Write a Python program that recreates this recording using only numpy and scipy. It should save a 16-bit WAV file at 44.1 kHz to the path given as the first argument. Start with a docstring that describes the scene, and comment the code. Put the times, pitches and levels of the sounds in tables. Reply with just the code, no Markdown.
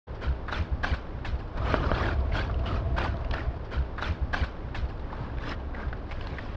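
"""A stag walks up through dry leaf litter at night and passes close by; the treble is dull throughout.
A low rumble, a hiss and faint rustles come first. From 0.2 s hooves crush leaves, thud on soft soil
and snap twigs. From 1.5 s the stag nears: the rumble swells, a faint hollow drone joins, legs drag
through the leaves and a hoof gives a few dull knocks. From 3.6 s the opening steps repeat.
From 5 s come more drags, thuds and snaps."""
import sys
import numpy as np
from scipy import signal
from scipy.io import wavfile
from scipy.ndimage import uniform_filter1d

SR = 44100
rng = np.random.default_rng(int(sys.argv[2]) if len(sys.argv) > 2 else 0)


def wav_out(sig):
    """Save sig, one row per channel (or a flat mono array), as 16-bit PCM at SR to the path in sys.argv[1]."""
    wavfile.write(sys.argv[1], SR, np.round(np.clip(np.atleast_2d(sig).T, -1, 1) * 32767).astype(np.int16))


N = 289296
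TIME_S = np.arange(N) / SR

# noise spectra: freq_hz, relative_db
RUMBLE_SPECTRUM = [(24, -27), (41, 2), (53, -2.5), (65, 9), (75, -3), (91, 0.5), (118, -4.5), (152, -12.5),
                   (205, -30), (330, -32)]
DEEP_SPECTRUM = [(6, -7.5), (16, -15), (27, 8.5), (35, -1.5), (52, -25)]
HISS_SPECTRUM = [(62, -11.5), (165, 1.5), (320, 0.5), (455, -2.5), (610, -3), (770, -7), (1120, -8.5),
                 (1620, -17.5), (2050, -22), (3150, -27.5), (5100, -35.5)]
FIZZ_SPECTRUM = [(820, -2.5), (1580, 9.5), (2150, -4), (3250, -6.5), (5150, -16), (6400, -33.5),
                 (8400, -57), (11200, -64.5)]
SNAP_SPECTRUM = [(210, -18.5), (720, 9), (1660, -2), (2020, -6), (3150, -6.5), (5150, -14.5), (6350, -28.5),
                 (8100, -37.5), (11200, -60)]
CRUNCH_SPECTRUM = [(150, -18.5), (400, 1), (800, 0), (1300, 3), (1680, 2.5), (1900, -6.5), (2400, -6.5),
                   (3200, -40), (6000, -108)]
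CRACKLE_SPECTRUM = [(920, -22), (1880, 3.5), (2450, 4.5), (3150, 2.5), (4100, -1), (5250, -7),
                    (6350, -16.5), (7400, -25), (8600, -34), (11200, -48)]
# hooves set down in the litter: start_s, rise_s, hold_s, level_db, crackle_relative_db, hollow_hz
HOOF_STEPS = [ (0.208, 0.019, 0.022, -35.5, -11, 1400), (0.505, 0.019, 0.051, -35, -6, 1500),
              (0.827, 0.0061, 0.093, -37.5, -6, 1540), (1.249, 0.0037, 0.006, -40, -2.5, 1450),
              (2.326, 0.024, 0.049, -31, -9, 1610), (2.962, 0.029, 0.056, -31, -10, 1490),
              (3.32, 0.016, 0.062, -36, -12.5, 1900), ]
# weight landing on soil: start_s, level_db, pitch_hz, length_s
SOIL_THUDS = [(0.256, -22, 65.6, 0.085), (0.58, -21, 81.5, 0.06), (0.707, -21, 65, 0.048),
              (0.907, -20, 72.6, 0.043), (1.317, -22.5, 62.5, 0.051), (2.14, -23, 67, 0.081),
              (3.108, -28, 83, 0.06), (3.459, -23, 62.4, 0.066), (5.19, -29, 126, 0.048),
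              (5.355, -23.5, 60, 0.043), (5.629, -30.5, 72, 0.058), (5.858, -20.5, 60, 0.036),
              (6.302, -30, 68.5, 0.046)]
# twigs and stalks breaking: start_s, level_db, pitch_hz, length_s, splinter_relative_db
TWIG_SNAPS = [ (0.481, -32.5, 1480, 0.023, -9), (0.526, -26.5, 1330, 0.009, -8),
              (0.834, -27.5, 1650, 0.013, -11), (0.841, -26, 1600, 0.012, -1),
              (0.866, -33.5, 990, 0.019, -5), (0.938, -36, 1530, 0.014, -0.5),
              (1.247, -37.5, 1810, 0.018, 0.5), (1.572, -40.5, 1370, 0.017, 2),
              (1.948, -34, 3130, 0.0068, -10), (2.319, -38.5, 2180, 0.013, -18),
              (2.496, -35, 1310, 0.011, -23), (2.543, -38, 2900, 0.0029, -2),
              (2.658, -40.5, 3000, 0.034, 3.5), (2.965, -35.5, 1530, 0.017, -2.5),
              (2.982, -25, 1050, 0.0086, -1), (3.045, -28.5, 940, 0.023, -12),
              (3.169, -44, 3950, 0.0032, 1), (3.246, -45, 2860, 0.0057, 7.5),
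              (3.31, -32.5, 3060, 0.0047, 5.5), (3.337, -32.5, 1760, 0.008, 3.5),
              (5.126, -33.5, 934, 0.013, -11), (5.384, -36, 2190, 0.004, -4),
              (5.504, -38.5, 1840, 0.041, -7), (5.746, -37, 1870, 0.01, -15),
              (5.927, -32, 1580, 0.0085, -16), (6.11, -41, 2230, 0.021, 3), (6.209, -38, 2810, 0.005, 1),
              (6.27, -40.5, 4130, 0.0032, 9.5), (6.383, -32.5, 1820, 0.011, -9), ]
# resonances of the drone: pitch_hz, width_hz, relative_db
DRONE_RESONANCES = [(192, 120, 10), (319, 64, 10), (668, 67, 26), (960, 160, -4)]
# legs dragged through leaves: start_s, length_s, level_db, crackle_relative_db, hollow_hz
LEG_DRAGS = [ (1.55, 0.6, -34.5, -14.5, 1180), (1.645, 0.14, -39, -8.5, 1550),
             (1.94, 0.22, -35.5, -12, 1580), (2.645, 0.16, -36.5, -12, 1340),
             (5.05, 0.34, -44.5, -16.5, 1050), (5.395, 0.14, -40, -10, 1800),
             (5.465, 0.087, -44.5, -2.5, 1220), (5.735, 0.14, -40, -18.5, 1600),
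             (6.06, 0.59, -47, -7.5, 1880), ]
# hoof knocks: start_s, level_db
HOOF_KNOCKS = [(1.741, -6), (1.8408, -16.5), (1.9155, -10), (3.142, -29)]
# resonances of a knock: pitch_hz, relative_db, t60_s
KNOCK_RESONANCES = [(242, 4.5, 0.0067), (622, -4.5, 0.032), (960, -3.5, 0.0084), (1330, 0, 0.0088),
                    (1610, -4.5, 0.0076), (3030, -16, 0.0086)]


def gain_of(db):
    """Decibels to amplitude."""
    return 10 ** (np.asarray(db) / 20)


def unit_rms(x):
    """Scales to rms 1."""
    return x / np.sqrt(np.mean(x ** 2) + 1e-20)


def steady(x, window_s):
    """Holds the running rms at 1; fine grain stays."""
    return x / np.sqrt(abs(uniform_filter1d(x ** 2, int(window_s * SR))) + 1e-12)


def add(mix, start_s, sound):
    """Mixes a sound in, cut at the end of the mix."""
    part = mix[round(start_s * SR):][:len(sound)]
    part += sound[:len(part)]


def colour(x, spectrum, size=2048):
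    """Minimum-phase filter of unit energy; falls 36 dB per octave above the spectrum's last point."""
    hz, db = np.transpose(spectrum)
    bin_hz = abs(np.fft.fftfreq(size, 1 / SR)) + 1
    curve_db = np.interp(np.log(bin_hz), np.log(hz), db - db.max())
    curve_db -= 36 * np.log2(np.maximum(bin_hz / hz[-1], 1))
    log_gain = np.log(gain_of(np.maximum(curve_db, -110)))
    taps = np.fft.ifft(np.exp(np.conj(signal.hilbert(log_gain)))).real
    taps *= np.cos(np.pi / 2 * np.arange(size) / size)
    return signal.fftconvolve(x, taps / np.linalg.norm(taps))[:len(x)]


def resonate(x, pitch_hz, width_hz):
    """One resonance of peak gain 1."""
    return signal.lfilter(*signal.iirpeak(pitch_hz, pitch_hz / width_hz, fs=SR), x)


def patchy(x, depth_db, patch_hz, patch_s, size=1024):
    """Random gain over patches of pitch and time: a shifting grain of colour."""
    hop = size // 4
    bins = signal.stft(x, nperseg=size, noverlap=size - hop)[2]
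    field = rng.standard_normal(bins.shape)
    for axis, width in enumerate([patch_hz * size / SR, patch_s * SR / hop]):
        blur = np.expand_dims(signal.windows.gaussian(31, width / 2), 1 - axis)
        field = signal.fftconvolve(field, blur, "same")
    bins *= gain_of(depth_db * np.clip(unit_rms(field), -2, 2))
    return unit_rms(signal.istft(bins, nperseg=size, noverlap=size - hop)[1][:N])


def clicks(per_s, spread_db):
    """Random clicks; a few stand out, louder for a positive spread, softer for a negative one."""
    strength = gain_of(spread_db * np.minimum(rng.exponential(1, N), 3.5))
    return strength * rng.choice([-1, 1], N) * (rng.random(N) < per_s / SR)


def nearness(start_s=1.533, end_s=3.67, rise_s=0.11, fall_s=0.62):
    """The stag's approach, 0 to 1: rises, holds, falls."""
    return np.clip(np.minimum((TIME_S - start_s) / rise_s, (end_s - TIME_S) / fall_s), 0, 1)


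def wobble(low_hz=2, high_hz=9, count=24):
    """Slow random unevenness of rms 1."""
    rates_hz = np.geomspace(low_hz, high_hz, count)
    return unit_rms(sum(np.sin(2 * np.pi * (hz * TIME_S + rng.random())) for hz in rates_hz))


def night(rumble_db=-38, rumble_swell_db=9, deep_db=-40, wobble_db=1.45,
          hiss_db=-43, hiss_swell_db=2.5, fizz_db=-58):
    """Uneven rumble over a deeper one, dull hiss, ticking fizz; rumble and hiss swell as the stag nears."""
    rumble = steady(colour(rng.standard_normal(N), RUMBLE_SPECTRUM, size=16384), window_s=0.08)
    deep = steady(colour(rng.standard_normal(N), DEEP_SPECTRUM, size=16384), window_s=0.4)
    air = patchy(rng.standard_normal(N), depth_db=1.5, patch_hz=112, patch_s=0.0085)
    hiss = unit_rms(colour(air, HISS_SPECTRUM)) * gain_of(hiss_db + hiss_swell_db * nearness())
    ticks = 0.55 * unit_rms(clicks(per_s=150, spread_db=4.5))
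    fizz = unit_rms(colour(rng.standard_normal(N) + ticks, FIZZ_SPECTRUM))
    low = rumble * gain_of(rumble_db + rumble_swell_db * nearness()) + gain_of(deep_db) * deep
    return low * gain_of(wobble_db * wobble()) + hiss + gain_of(fizz_db) * fizz


def buckling_leaves(low_hz=800, high_hz=5600, count=48):
    """Dry leaves buckle; each rings briefly at its own pitch."""
    buckles = clicks(per_s=900, spread_db=4.5)
    leaf = rng.integers(0, count, N)
    rings = (resonate(buckles * (leaf == k), hz, width_hz=50 + hz / 40)
             for k, hz in enumerate(np.geomspace(low_hz, high_hz, count)))
    return unit_rms(sum(rings))


def stirring_leaves(level_db=-58, swell_db=4, t60_s=0.1, ring_db=-6, size=4000):
    """Trodden leaves spring back in small scattered rustles."""
    t = np.arange(size) / SR
    releases = abs(clicks(per_s=30, spread_db=-4))
    bursts = signal.fftconvolve(releases, gain_of(-60 * t / t60_s))[:N]
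    grain = gain_of(ring_db) * steady(buckling_leaves(), window_s=0.025) + rng.standard_normal(N)
    return gain_of(level_db + swell_db * nearness()) * unit_rms(colour(bursts * grain, SNAP_SPECTRUM))


def step_pressure(rise_s, hold_s, settle_t60_s=0.3):
    """A hoof presses and holds; the leaves settle."""
    t = np.arange(0, rise_s + hold_s + settle_t60_s, 1 / SR)
    settling_s = np.maximum(t - rise_s - hold_s, 0)
    return np.minimum(t / rise_s, 1) * gain_of(-60 * settling_s / settle_t60_s)


def crushed_leaves(crunch_db=-3.5, hollow_db=3, step_shuffle_db=-4, drag_shuffle_db=-2):
    """Hooves and legs press the litter: dense crunch, finer crackle on top, dull shuffle beneath."""
    packed = unit_rms(clicks(per_s=3000, spread_db=1)) + gain_of(-2.5) * buckling_leaves()
    loose = unit_rms(clicks(per_s=8000, spread_db=3)) + gain_of(-8) * buckling_leaves()
    # each clump favours its own bands for a moment
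    packed = patchy(packed, depth_db=3.8, patch_hz=130, patch_s=0.018)
    loose = patchy(loose, depth_db=3, patch_hz=170, patch_s=0.014)
    crunch = colour(packed, CRUNCH_SPECTRUM)
    crackle = steady(colour(loose, CRACKLE_SPECTRUM), window_s=0.037)
    shuffle = unit_rms(colour(rng.standard_normal(N), HISS_SPECTRUM))
    out = np.zeros(N)
    for moves, pressure_of, shuffle_db in [(HOOF_STEPS, step_pressure, step_shuffle_db),
                                           (LEG_DRAGS, drag_pressure, drag_shuffle_db)]:
        for start_s, *timing_s, level_db, crackle_db, hollow_hz in moves:
            start = round(start_s * SR)
            pressure = pressure_of(*timing_s)[:N - start]
            span = slice(start, start + len(pressure))
            hollow = gain_of(hollow_db) * resonate(crunch[span], hollow_hz, width_hz=220)
            litter = gain_of(crunch_db) * steady(crunch[span] + hollow, window_s=0.043)
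            litter += gain_of(crackle_db) * crackle[span] + gain_of(shuffle_db) * shuffle[span]
            add(out, start_s, gain_of(level_db) * pressure * litter)
    return out


def soil_thuds(trim_db=-1, overtone_ratio=2.1, overtone_db=-12):
    """Soft soil gives under the weight in a few slow cycles, with a weak overtone."""
    out = np.zeros(N)
    for start_s, level_db, pitch_hz, length_s in SOIL_THUDS:
        t = np.arange(0, length_s, 1 / SR)
        phase = 2 * np.pi * pitch_hz * t
        soil = np.sin(phase) + gain_of(overtone_db) * np.sin(overtone_ratio * phase)
        add(out, start_s, gain_of(level_db + trim_db) * np.sin(np.pi * t / length_s) * soil)
    return out


def twig_snaps(trim_db=-2.5, attack_s=0.00052, tail_db=-21, tail_t60_s=0.24, size=6000):
    """A twig breaks in a quick run of fibres around its own pitch; the litter scatters a short tail."""
    out = np.zeros(N)
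    t = np.arange(size) / SR
    attack = 1 - np.exp(-t / attack_s)
    tail = gain_of(tail_db - 60 * t / tail_t60_s)
    for start_s, level_db, pitch_hz, length_s, splinter_db in TWIG_SNAPS:
        fibres, splinters = rng.standard_normal((2, 2 * size))
        ring = resonate(fibres, pitch_hz, width_hz=190)
        tone = steady(colour(ring, SNAP_SPECTRUM), window_s=0.0083)
        splinters = gain_of(splinter_db) * unit_rms(colour(splinters, SNAP_SPECTRUM))
        crack = (tone + splinters)[size:]  # past the filters' build-up
        envelope = attack * (np.exp(-(t / length_s) ** 4) + tail)
        add(out, start_s, gain_of(level_db + trim_db) * envelope * crack)
    return out


def drone(level_db=-46, swell_exponent=0.21):
    """Wavering noise in a few resonances: a faint hollow drone while the stag is near."""
    air = patchy(rng.standard_normal(N), depth_db=3, patch_hz=60, patch_s=0.025)
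    tone = sum(gain_of(db) * resonate(resonate(air, hz, width_hz), hz, width_hz)
               for hz, width_hz, db in DRONE_RESONANCES)
    return gain_of(level_db) * steady(tone, window_s=0.092) * nearness() ** swell_exponent


def drag_pressure(length_s, arch_exponent=0.54):
    """A leg drags through the leaves: the pressure swells and fades in one arch."""
    t = np.arange(0, length_s, 1 / SR)
    return abs(np.sin(np.pi * t / length_s)) ** arch_exponent


def hoof_knocks(trim_db=1, size=3000):
    """Hard, well damped blows, as of a hoof on dead wood."""
    out = np.zeros(N)
    t = np.arange(size) / SR
    ring = sum((-1) ** k * gain_of(db - 60 * t / t60_s) * np.sin(2 * np.pi * hz * t)
               for k, (hz, db, t60_s) in enumerate(KNOCK_RESONANCES))
    for start_s, level_db in HOOF_KNOCKS:
        add(out, start_s, gain_of(level_db + trim_db) * ring / abs(ring).max())
    return out


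def scene():
    """All sources, mono."""
    stag = crushed_leaves() + twig_snaps() + stirring_leaves() + hoof_knocks() + soil_thuds()
    return (stag + night() + drone())[None]


def record(dry, repeat_from_s=0.09, repeat_to_s=1.49, repeat_after_s=3.4984,
           silence_s=0.075, fade_out_s=0.005, cutoff_hz=12000):
    """The opening repeats in place of a later stretch; silent start, short end fade, low-pass."""
    opening = uniform_filter1d(1. * ((TIME_S > repeat_from_s) & (TIME_S < repeat_to_s)), size=600)
    shift = round(repeat_after_s * SR)
    repeated = dry * (1 - np.roll(opening, shift)) + np.roll(dry * opening, shift, axis=1)
    fade_in = uniform_filter1d(1. * (TIME_S > silence_s), size=600)
    fade_out = np.minimum((TIME_S[-1] - TIME_S) / fade_out_s, 1)
    low_pass = signal.firwin(511, cutoff_hz, window=("kaiser", 9), fs=SR)
    return signal.oaconvolve(repeated * fade_in * fade_out, low_pass[None], "same")


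dry = scene()
out = record(dry)
wav_out(out)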